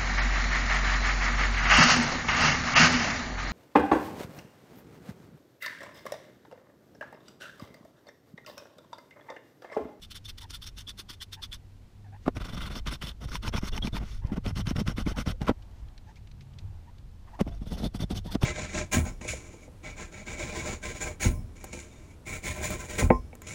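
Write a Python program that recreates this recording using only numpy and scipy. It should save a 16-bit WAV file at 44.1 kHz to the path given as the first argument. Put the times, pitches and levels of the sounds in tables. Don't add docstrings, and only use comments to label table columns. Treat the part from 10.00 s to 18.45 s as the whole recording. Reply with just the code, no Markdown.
import sys
import numpy as np
from scipy import signal
from scipy.fft import rfft, irfft, next_fast_len
from scipy.io import wavfile
from scipy.ndimage import uniform_filter1d, map_coordinates

SR = 44100
rng = np.random.default_rng(int(sys.argv[2]) if len(sys.argv) > 2 else 0)


def volts_from_decibels(level):
    exponent = np.asarray(level, float) / 20
    return 10 ** exponent


def wrap_up_sound(samples):
    columns = np.atleast_2d(samples).T
    tamed = np.clip(columns, -1, 1)
    steps = np.round(tamed * 32767).astype(np.int16)
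    wavfile.write(sys.argv[1], SR, steps)


N = 372644


def unit(x):
    return x / np.sqrt(np.mean(x ** 2) + 1e-20)


def noise():
    return rng.standard_normal(N)


def add(out, s, piece):
    part = out[round(s * SR):][:len(piece)]
    part += piece[:len(part)]


def curves(rows):
    s, *cols = np.transpose(rows)
    return [np.interp(np.arange(N) / SR, s, c) for c in cols]


def bells(rows):
    t = np.arange(N) / SR
    return sum(height * np.exp(-((t - s) / width) ** 2) for s, width, height in rows)


def wobble(rate):
    knots = rng.standard_normal(int(N * rate / SR) + 4)
    return 2 * np.tanh(map_coordinates(knots, [np.arange(N) * rate / SR]) / 2)


def filtered(x, response):
    m = next_fast_len(N + 8192)
    h = response(np.fft.rfftfreq(m, 1 / SR))
    h = h / np.sqrt(np.mean(np.abs(h) ** 2))
    return irfft(rfft(x, m) * h, m)[:N]


def modes(table):
    def response(f):
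        total = 0
        for k, (hz, width, db) in enumerate(table):
            total = total + (-1) ** k * volts_from_decibels(db) * 1j * f * width / (hz * hz - f * f + 1j * f * width)
        return total
    return response


def small_modes(table, pitch=1):
    return lambda f: modes(table)(f / pitch) * f ** 2 / (f ** 2 + 750 ** 2)


def colour(points):
    hz, db = np.transpose(points)
    return lambda f: volts_from_decibels(np.interp(np.log(f + 1), np.log(hz), db))


def burst(hz, t, shape, sharp):
    b, a = signal.iirpeak(hz, max(sharp, np.pi * hz / SR), SR)
    grain = unit(signal.lfilter(b, a, rng.standard_normal(len(t))))
    return signal.lfilter(b, a, grain * shape)


def ticks(per_s, spread_db, hiss):
    hit = rng.random(N) < per_s / SR
    size = volts_from_decibels(spread_db * np.minimum(rng.exponential(1, N), 3)) * noise()
    return unit(unit(hit * size) + hiss * noise())


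def still_air():
    # (f/Hz, level/dB per Hz)
    room_tone = [(100, -9), (200, 0.5), (300, -6.5), (800, -21), (1600, -23.5), (4000, -26.5),
                 (8000, -34.5), (15500, -40)]
    air = filtered(noise(), colour([(40, -53), *room_tone, (16500, -80)]))
    return volts_from_decibels(-60.5 + 0.15 * wobble(2.98)) * air


def sleeve():
    # (t/s, width/s, rise/dB)
    rustles = [
        (5.78, 0.34, 9),
        (6.7, 0.3, 8.5),
        (7.33, 0.11, 12.5),
    ]
    return volts_from_decibels(-74 + bells(rustles) + 0.72 * wobble(28)) * filtered(noise(), modes([(795, 310, -.5)]))


def bench_sway():
    # (t/s, sway/dB)
    lean = [(0, -51), (1.9, -49), (2.1, -56), (2.3, -40), (2.7, -38), (3.2, -39.5), (3.7, -32), (4.15, -39),
            (4.6, -37), (5.35, -37), (5.6, -44.5), (6.55, -48.5), (7.1, -49), (7.5, -37), (8.1, -41.5),
            (8.44, -40)]
    # (t/s, width/s, rise/dB)
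    hum_swells = [
        (4.7, 0.35, 13),
        (6.55, 0.28, 6),
        (8.1, 0.16, 5),
    ]
    # (f/Hz, width/Hz, level/dB)
    hum_modes = [(62.2, 14, -3), (80, 13.5, -0.5), (97.5, 12.4, 0), (134.3, 21, -5)]
    hum_rest_db, hum_follows = -52.5, 0.37
    deep_db, = curves(lean)
    hum_db = hum_rest_db + hum_follows * (deep_db - lean[0][1]) + bells(hum_swells)
    deep = filtered(noise(), colour([(12, -12.5), (28, -2.0), (38, -12.0), (48, -1.0), (62, -8.5),
                                     (90, -35), (200, -100)]))
    hum = filtered(noise(), lambda f: sum(modes([m])(f) ** 2 for m in hum_modes))
    sway_db = 2.24 * wobble(6)
    return volts_from_decibels(deep_db + sway_db) * deep + volts_from_decibels(hum_db + sway_db) * hum


def low_drones():
    # (t/s, width/s, f/Hz, level/dB)
    drone_rows = [(1.02, 0.075, 204, -57.5), (1.33, 0.15, 95, -51), (.32, 0.063, 91.6, -50),
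                  (2.08, 0.12, 101, -44.5), (6.55, 0.15, 94, -48.5), (6.72, 0.19, 80, -45),
                  (1.7, 0.15, 97.5, -50.5), (6.379, 0.08, 190, -61), (6.48, 0.13, 134, -50.5),
                  (6.649, 0.11, 162, -56)]
    out = np.zeros(N)
    for s, width, hz, db in drone_rows:
        t = np.arange(-2 * width, 2 * width, 1 / SR)
        swell = np.exp(-(t / width) ** 2)
        add(out, s + t[0], volts_from_decibels(db) * np.sqrt(2) * swell * np.sin(2 * np.pi * hz * t))
    return out


def pliers_joint():
    # (start t/s, length/s, first f/Hz, last f/Hz, level/dB)
    squeaks = [(0.412, 0.051, 920, 904, -52.5), (1.363, 0.049, 920, 880, -54.5),
               (2.044, 0.054, 830, 680, -59), (2.12, 0.054, 773, 886, -54.5),
               (4.217, 0.045, 946, 960, -52.5), (4.277, 0.055, 870, 880, -50),
               (5.134, 0.043, 870, 880, -49), (6.068, 0.052, 846, 886, -56), (6.872, 0.03, 914, 904, -51),
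               (7.273, 0.0249, 1160, 830, -56), (7.33, 0.031, 764, 1000, -48),
               (8.276, 0.031, 935, 896, -48.5)]
    # (start t/s, length/s, first f/Hz, last f/Hz, level/dB)
    whines = [(2.6, 0.067, 2750, 2700, -62), (6.165, 0.0155, 2100, 2600, -57.5),
              (5.335, 0.026, 500, 520, -54), (7.45, 0.11, 700, 670, -56), (8, .016, 2300, 1740, -56),
              (7.512, 0.032, 3300, 3600, -62.5)]
    squeak_blur, whine_blur = 0.084, 0.014
    jaw_hz, jaw_pull = 1730, 0.6
    slides = [(*row, -9.5 - 0.66 * (row[-1] + 53), squeak_blur) for row in squeaks]
    slides += [(*row, -23, whine_blur) for row in whines]
    out = np.zeros(N)
    drift, flutter = wobble(400), wobble(140)
    for s, length, hz0, hz1, db, octave_db, blur in slides:
        start = round(s * SR)
        at = slice(start, start + round(length * SR))
        u = np.linspace(0, 1, at.stop - at.start)
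        hz = hz0 + (hz1 - hz0) * u
        octave_hz = 2 * hz + jaw_pull * (jaw_hz - 2 * hz)
        jittered_hz = np.array([hz, octave_hz]) * (1 + blur * drift[at])
        turn, upper = 2 * np.pi * np.cumsum(jittered_hz, axis=1) / SR
        tone = np.sin(turn) + volts_from_decibels(octave_db) * np.sin(upper) + volts_from_decibels(octave_db - 10.0) * np.sin(3 * turn)
        add(out, s, np.sin(np.pi * u) ** 0.24 * volts_from_decibels(db + 3.7 * flutter[at]) * tone)
    return out


def pliers_jaws():
    # (t/s, peak/dB, centre f/Hz, drag/s)
    clicks = [(5.622, -49.5, 3030, 0.017), (5.712, -56, 3200, .012), (5.8837, -50.5, 1730, .006),
              (5.977, -41.5, 4000, 0.0079), (6.157, -47, 5500, .005), (6.272, -46, 2480, 0.0055),
              (6.3135, -46, 4130, .006), (6.4072, -43.5, 2610, 0.0097), (6.535, -51, 3300, .012),
              (6.5854, -37, 4060, 0.011), (6.982, -48, 2800, 0.0074)]
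    # (t/s, width/s, level/dB)
    scrapes = [(2.24, .02, -61.5), (4.095, 0.083, -55), (5.78, 0.043, -67), (6.095, 0.028, -65),
               (6.172, 0.013, -59.5), (6.42, 0.01, -59), (6.605, .012, -65), (7.35, 0.01, -61)]
    click, t = np.zeros(N), np.arange(SR // 12) / SR
    for s, db, hz, drag_s in clicks:
        shape = t / 0.002 * np.exp(1 - t / 0.0019) + 0.48 * np.exp(-(t / drag_s) ** 2)
        body = burst(hz, t, shape, sharp=6.1) + 1.88 * burst(3450, t, shape, sharp=0.63)
        add(click, s, volts_from_decibels(db - 13.5) * body)
    slide = bells([(s, width, volts_from_decibels(db)) for s, width, db in scrapes])
    scrape = filtered(slide * ticks(1500, 3, hiss=1.9), colour([(900, -21), (2000, 1), (4500, -4.0),
                                                                (6500, -4.5), (8500, -17), (12000, -26)]))
    b, a = signal.butter(4, 7000, fs=SR)
    return 0.7 * signal.lfilter(b, a, click) + 0.17 * click + 0.65 * scrape


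def bench_blows(rise_s=0.0019, fall_s=0.0035):
    # (t/s, peak/dB, push 1 or pull -1)
    knocks = [(2.2816, -12, -1), (3.6343, -20, 1), (3.7876, -28, -1), (3.849, -21, 1), (3.8785, -22.5, 1),
              (3.948, -31, 1), (4.321, -18.5, -1), (4.38, -18, 1), (4.7132, -17, -1), (4.817, -20, 1),
              (4.9844, -19, 1), (5.0728, -16.5, 1), (5.4946, -10.5, -1), (5.509, -23, 1), (5.512, -16, 1),
              (7.4131, -18, 1), (7.869, -26, -1), (8.005, -21, 1), (8.112, -21, 1), (8.3557, -14.5, 1)]
    # (t/s, peak/dB, f/Hz, push 1 or pull -1)
    thuds = [(0.509, -45.5, 270, 1), (0.886, -45.5, 264, 1), (.995, -44, 327, 1), (1.104, -41, 265, 1),
             (2.2775, -22, 185, -1), (2.372, -23.5, 111, 1), (2.536, -26.5, 90, -1), (2.803, -34, 80, 1),
             (3.259, -25, 88, 1), (3.484, -22, 97, 1), (3.545, -23.5, 120, -1), (3.585, -20.5, 105, 1),
             (3.733, -26.5, 91, 1), (3.833, -24, 80, 1), (3.932, -23, 100, 1), (4.01, -26, 100, -1),
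             (4.035, -31, 167, 1), (4.2508, -18.5, 84.5, 1), (4.569, -23, 80, 1), (4.6767, -16.5, 132, 1),
             (4.76, -20, 120, 1), (4.784, -18, 135, 1), (4.812, -23.5, 198, 1), (4.885, -14.5, 145, 1),
             (5.066, -21.5, 196, 1), (5.277, -16.5, 134, -1), (5.297, -28, 120, 1), (5.4185, -16.5, 152, 1),
             (7.4144, -12.5, 195, -1), (7.4197, -20, 202, -1), (7.619, -27.5, 172, 1), (7.95, -24, 150, -1),
             (8.024, -22, 131, 1), (8.043, -21, 138, 1), (8.4378, -7, 121, 1)]
    knock_hz, hard_db, stiffen_hz_per_db = 201.3, -20, 7
    blows = []  # (t/s, peak/dB, sign, f/Hz, clack hardness/dB, time stretch)
    for s, db, sign in knocks:
        blows.append((s, db, sign, knock_hz + stiffen_hz_per_db * max(db - hard_db, 0), db, 1))
    for s, db, hz, sign in thuds:
        blows.append((s, db, sign, hz, db - 27, (knock_hz / hz) ** 0.25))
    out, t = np.zeros(N), np.arange(-SR // 50, SR // 20) / SR
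    for s, db, sign, hz, hardness_db, slow in blows:
        shape = np.exp(-np.where(t < 0, (t / rise_s / slow) ** 2, t / fall_s / slow))
        thump = np.sign(sign) * shape * np.cos(2 * np.pi * hz * t)
        clack = volts_from_decibels(1.77 * (hardness_db + 14.5) - 10.5) * burst(428, t, shape ** 0.72, sharp=0.79)
        add(out, s + t[0], volts_from_decibels(db + 1.0) * (thump + clack))
    return out


def handle_raps(ring_s=0.004):
    # (t/s, peak/dB, f/Hz)
    raps = [(2.263, -29.5, 1250), (2.28, -22, 525), (2.872, -38, 1410), (3.317, -33, 1490),
            (3.354, -29, 1026), (3.477, -28.5, 953), (3.54, -31, 1160), (3.579, -29.5, 954),
            (3.579, -30.5, 2460), (3.777, -29, 905), (3.872, -34, 2420), (3.872, -33, 946),
            (3.967, -28.5, 954), (3.967, -38, 2500), (5.066, -33.5, 2270), (5.295, -38, 1280),
            (5.415, -36, 861), (5.477, -26, 1400), (5.482, -22, 1060), (5.492, -18.5, 800),
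            (7.395, -33, 1190), (7.391, -30, 730), (7.4105, -22, 480), (7.467, -29, 280), (8.351, -40, 810),
            (8.421, -35, 1140), (8.431, -28, 880), (8.433, -20, 390)]
    out, t = np.zeros(N), np.arange(SR // 25) / SR
    shape = (1 - np.exp(-t / 0.0006)) * np.exp(-t / ring_s)
    for s, db, hz in raps:
        add(out, s, volts_from_decibels(db + 2.5) * shape * np.sin(2 * np.pi * hz * t * (1 - 3 * t)))
    return out


def bowed_rings(length_s=0.027):
    # (start t/s, f/Hz, level/dB)
    bowed = [(0.246, 3600, -42.5), (.536, 3500, -44), (.866, 3430, -38.5), (.985, 3520, -46),
             (1.087, 5400, -47), (1.201, 3260, -42), (1.321, 3560, -44), (1.423, 3400, -37.5),
             (1.513, 3420, -37.5), (2.559, 3420, -43), (2.628, 3300, -46), (3.422, 3450, -43.5),
             (3.529, 3330, -41), (3.569, 5370, -43), (3.72, 3400, -43), (3.817, 3340, -34.5),
             (3.923, 3550, -44.5), (3.445, 4500, -54), (3.655, 5500, -49), (3.67, 4470, -47),
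             (3.72, 2900, -45), (3.835, 4160, -46), (2.346, 5560, -55), (4.47, 5300, -45.5),
             (4.555, 4300, -49), (4.581, 5850, -49), (5.16, 5450, -58), (4.659, 3080, -45),
             (4.68, 5450, -44), (4.785, 5500, -47), (4.869, 5440, -39.5), (4.897, 5450, -50),
             (5.261, 5570, -47), (7.835, 3520, -40.5), (7.995, 3430, -42.5), (8.018, 3510, -42),
             (8.014, 5800, -50), (8.168, 3420, -45), (8.31, 3470, -46.5)]
    out, t = np.zeros(N + SR), np.arange(SR // 10) / SR
    shape = np.sin(np.pi * np.clip(t / length_s, 0, 1)) ** 0.71
    for s, hz, db in bowed:
        add(out, s, volts_from_decibels(db) * burst(hz, t, shape, sharp=13.6))
    return out[:N]


def wire_snags():
    # (t/s, peak/dB, centre f/Hz)
    snags = [(0.507, -21.5, 4030), (0.894, -19, 3780), (0.993, -24, 3730), (1.529, -17, 3100),
             (2.279, -14, 1200), (2.3697, -18.5, 2120), (2.873, -13.5, 2300), (3.319, -22, 1920),
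             (3.3555, -11, 2120), (3.4792, -12, 2430), (3.543, -27, 2000), (3.7789, -13, 2130),
             (3.8723, -15.5, 2500), (3.9677, -15, 2040), (4.149, -40, 7500), (4.272, -36, 4000),
             (4.372, -36, 4760), (4.463, -17, 2480), (4.6708, -14.5, 2950), (4.7074, -13, 1960),
             (4.7662, -16, 2050), (4.8776, -13.5, 2720), (4.982, -21, 2150), (5.188, -17.5, 2430),
             (5.274, -20, 1980), (5.417, -21.5, 2800), (5.468, -23, 2200), (5.484, -18, 3000),
             (5.4926, -16, 1100), (7.412, -4, 760), (8, -31, 3000), (8.105, -23, 2500),
             (8.3522, -16.5, 3200), (8.4317, -12.5, 2500)]
    out, t = np.zeros(N), np.arange(SR // 40) / SR
    for s, db, hz in snags:
        tick = volts_from_decibels(-22.0) * burst(7100, t, np.exp(-t / 0.0017), sharp=0.29)
        crack = burst(hz, t, t / 0.0014 * np.exp(1 - t / 0.00099), sharp=1.0)
        add(out, s - .0012, volts_from_decibels(db - 12.5) * (crack + tick))
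    return out


def contacts():
    in_air = [(0.019, 0.034, -45, 0, -2), (0.105, 0.028, -43, -7, -1), (0.144, 0.038, -43.5, 4, -0.5),
              (0.244, 0.027, -46, -11, -3), (0.28, 0.029, -41.5, 0, -1.0), (0.378, 0.017, -43.5, 2, 0.5),
              (0.405, 0.038, -43, 3, -4.5), (0.497, 0.022, -43, 6, 1.5), (0.529, 0.04, -41, 3.5, -7),
              (0.617, 0.035, -43.5, 4, -2.5), (0.658, 0.035, -41, 2, 0.0), (0.768, 0.051, -43.5, 6, 6),
              (0.876, 0.038, -41.5, 4, 14), (0.977, 0.04, -39.5, 4, 9), (1.089, 0.032, -40, 5.5, -5),
              (1.126, 0.023, -47, 4, 0.0), (1.209, 0.03, -40, 1, -4), (1.321, 0.031, -41.0, 5, 2),
              (1.42, 0.039, -41.5, 5.5, 10), (1.518, 0.04, -41.5, 5.5, 0.0)]
    # (t/s, length/s, dB, dB, dB)
    quick = [(2.398, 0.035, -47, 4, 2.5), (2.441, 0.032, -42.5, 1, 0.5), (2.482, 0.033, -46, 1.5, 1),
             (2.523, 0.037, -44.5, 0, 1.5), (2.566, 0.032, -46, 4.5, 1.5), (2.603, 0.053, -42, 1, 0.5),
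             (2.653, 0.035, -42.5, 3, 0), (2.698, 0.056, -45, 2, 1), (2.75, 0.045, -39, -2.5, 0.5),
             (2.862, 0.035, -41, 4, 3), (2.907, 0.05, -37.5, -1.5, -2), (3.015, 0.043, -37.5, -0.5, 0.5),
             (3.055, 0.061, -39, -4, -0.5)]
    # (t/s, length/s, dB, dB, dB)
    digging = [(3.209, 0.051, -46.5, -0.5, 1), (3.275, 0.025, -46.5, 2, -4.5),
               (3.307, 0.065, -39, -0.5, -4.5), (3.425, 0.069, -38, 3, 2), (3.55, 0.043, -37.5, 1.5, -3),
               (3.615, 0.038, -45, 3.5, 4.5), (3.645, 0.049, -35.5, -1, -4), (3.72, 0.069, -43.5, 0, 0.5),
               (3.774, 0.006, -39, 6, -4), (3.821, 0.053, -42, -2, 1), (3.859, 0.03, -45, 4, -2),
               (3.928, 0.057, -41, 1, 2)]
    # (t/s, length/s, dB, dB, dB)
    even = [(4.443, 0.068, -47.5, 2, 1.5), (4.557, 0.059, -42.5, 0, -0.5), (4.657, 0.063, -44, 1.5, -4.5),
            (4.756, 0.02, -45.5, 4.5, 2.5), (4.776, 0.044, -42.5, 0.5, 1.5), (4.861, 0.062, -45, 2.5, 0.5),
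            (4.967, 0.057, -42.5, 1, -1.5), (5.06, 0.064, -44, 2, -1.5), (5.163, 0.062, -42.5, 0, -1),
            (5.262, 0.058, -41.5, 0.5, 2)]
    # (t/s, length/s, dB, dB, dB)
    regripped = [(7.659, 0.043, -52, 2, -3.5), (7.705, 0.054, -43.5, 1.5, 3.5),
                 (7.765, 0.056, -45.5, 5, 3.5), (7.822, 0.052, -42, -1, 2), (7.941, 0.033, -44.5, 0.5, -1),
                 (7.992, 0.051, -45, 4, 1), (8.1, 0.034, -44, 2, 5.5), (8.147, 0.046, -41.5, 0, -1),
                 (8.245, 0.05, -48, -3, 0), (8.306, 0.051, -43, 0.5, -8)]
    # (fitting/dB, jaw/dB, wire fizz/dB, handle/dB, bench/dB)
    grips = [
        (-2.5, -11, -0.5, -11.5, -25),
        (-3.5, -12.5, -4, 4, 8),
        (-7, -10, -4, 3, 10.5),
        (-3.5, -6.5, -2, 7, 13.5),
        (-3, -11, 0.5, -3.5, 14),
    ]
    press_at = [0.48, 0.38, 0.89, 0.59, 0.47, 0.71]
    # (start t/s, length/s, bristle/dB, handle/dB, bench/dB)
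    bumps = [(2.258, 0.024, -65, -39, -26), (2.354, 0.031, -50, -39.5, -31),
             (3.527, 0.028, -51, -33, -24.5), (4, 0.2, -56, -53, -53), (3.992, 0.064, -60, -48, -36.5),
             (4.235, 0.081, -66, -54, -38), (4.319, 0.029, -58, -44, -27),
             (4.361, 0.018, -57, -39.5, -24.5), (5.408, 0.028, -51, -38.5, -28.5),
             (5.433, 0.034, -59, -46.5, -41), (5.471, 0.034, -51, -27.5, -23),
             (7.393, 0.026, -45, -35.5, -24), (7.459, 0.042, -60.5, -51, -32.5),
             (7.485, 0.1, -61, -56, -42), (7.607, 0.036, -58.5, -55, -40),
             (8.341, 0.015, -42.5, -39, -24.5), (8.416, 0.033, -37.5, -33, -18)]
    # (fitting/dB, jaw/dB, wire fizz/dB)
    bump_grip = (-5.5, -8, -1.9)
    usual_db = -42
    follows = np.array([1, 1, 1, 0.94, 0.56])
    rows = []
    for s, length, db, handle_db, bench_db in bumps:
        rows.append((s, length, press_at[-1], *np.add(db, bump_grip), handle_db, bench_db))
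    for bout, grip, place in zip([in_air, quick, digging, even, regripped], grips, press_at):
        for s, length, db, handle_db, bench_db in bout:
            extra_db = np.array([0, 0, 0, handle_db, bench_db])
            levels_db = usual_db + follows * (db - usual_db) + np.array(grip) + extra_db
            rows.append((s, length, place, *levels_db))
    return np.array(rows)


def pressure(rows, level_db, early, sag_db=9, lift_s=0.0065):
    out, t = np.zeros(N), np.arange(-SR // 20, SR // 3) / SR
    for (s, length, place, *_), db in zip(rows, level_db):
        top = np.clip(place - early, .1, .9) * length
        away = np.where(t < top, (top - t) / top, (t - top) / (length - top))
        outside = np.maximum(np.maximum(-t, t - length), 0)
        lift_db = 10 * outside / np.where(t < 0, 0.67 * lift_s, lift_s)
        shape = volts_from_decibels(db - sag_db * np.minimum(away, 1) ** 1.46 - lift_db)
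        at = np.clip(np.round((s + t) * SR).astype(int), 0, N - 1)
        out[at] = np.maximum(out[at], shape)
    return out


def gripped(drive, table):
    # (t/s, slackness 0-1)
    squeeze = [
        (0, 0.14),
        (3.9, 0.14),
        (4.5, 0.64),
        (5.3, 0.4),
        (7.6, 0.13),
    ]
    slack = np.clip(curves(squeeze)[0] + 0.13 * wobble(11), 0, 1)
    tight_ring = filtered(drive * np.sqrt(1 - slack), small_modes(table))
    return tight_ring + filtered(drive * np.sqrt(slack), small_modes(table, pitch=0.913))


def shifting(x, depth_db):
    z = signal.stft(x, nperseg=256)[2]
    field = uniform_filter1d(rng.standard_normal(z.shape), size=3, axis=0)
    field = uniform_filter1d(field, size=9, axis=1)
    return signal.istft(z * volts_from_decibels(depth_db * unit(field)), nperseg=256)[1][:N]


def brush():
    # (f/Hz, level/dB per Hz)
    wires = [(800, -14), (1500, 2), (2800, -1), (5000, 5.5), (6500, -7), (7200, -19.5), (10500, -9),
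             (15500, -12)]
    # (f/Hz, width/Hz, level/dB)
    fitting = [(3400, 375, 2), (3610, 215, 4), (4230, 250, -7.5)]
    # (f/Hz, width/Hz, level/dB)
    jaws = [(5450, 260, -1), (6340, 550, -9)]
    # (f/Hz, width/Hz, level/dB)
    tips = [(7670, 630, -3), (9600, 660, 2), (13900, 1200, -8)]
    # (f/Hz, width/Hz, level/dB)
    handle = [(880, 140, 6.5), (1135, 303, 10.5), (1487, 230, 10), (2013, 170, 6), (2860, 920, -1.5)]
    # (f/Hz, width/Hz, level/dB)
    bench = [(37.6, 17.3, 2), (61.3, 48, 1.5), (146.4, 117, 0), (194.8, 95.5, 1), (700, 340, -20.5)]
    rows = contacts()
    *_, ring_db, jaw_db, fizz_db, handle_db, bench_db = rows.T
    tufts_db = 1.9 * wobble(90)

    press = pressure(rows, fizz_db, early=0.007, sag_db=10.5) * volts_from_decibels(tufts_db - 5.5)
    metal = filtered(press * ticks(9000, 1.7, hiss=2.1), colour(wires))
    press = pressure(rows, ring_db, early=0.052) * volts_from_decibels(tufts_db + 1.5 * wobble(40))
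    metal += gripped(press * ticks(2500, 5.1, hiss=0.64), fitting)
    press = pressure(rows, jaw_db, early=0.007) * volts_from_decibels(tufts_db + 2.6 * wobble(31))
    metal += filtered(press * ticks(2500, 8.0, hiss=0.89), small_modes(jaws))
    press = pressure(rows, fizz_db, early=0.046, sag_db=11.0) * volts_from_decibels(tufts_db + 1.2 * wobble(18) - 13)
    metal += filtered(press * ticks(900, 3.1, hiss=1.2), modes(tips))

    press = pressure(rows, handle_db, early=0.3) * volts_from_decibels(tufts_db + 1.55 * wobble(60) - 5.5)
    wood = filtered(press * ticks(1500, 3.0, hiss=1.48), small_modes(handle))
    press = pressure(rows, bench_db, early=0.24) * volts_from_decibels(3.07 * wobble(50) - 2.5)
    wood += filtered(press * ticks(400, 0.9, hiss=0.96), modes(bench))
    return shifting(metal, depth_db=2.0) + wood


def scene():
    floor = still_air() + sleeve() + bench_sway() + low_drones()
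    pliers = pliers_joint() + pliers_jaws()
    strikes = bench_blows() + handle_raps()
    scrubbing = bowed_rings() + wire_snags() + brush()
    return (floor + pliers + strikes + scrubbing)[None]


def roll_off(x):
    return signal.sosfilt(signal.butter(12, 15690, fs=SR, output="sos"), x)


def record(dry):
    held = dry / (1 + np.abs(dry / .38) ** 4) ** .25
    b, a = signal.ellip(8, .5, 60, 15450, fs=SR)
    limited = signal.lfilter(b, a, signal.lfilter(b, a, held))
    return roll_off(limited)


dry = scene()
out = record(dry)
wrap_up_sound(out)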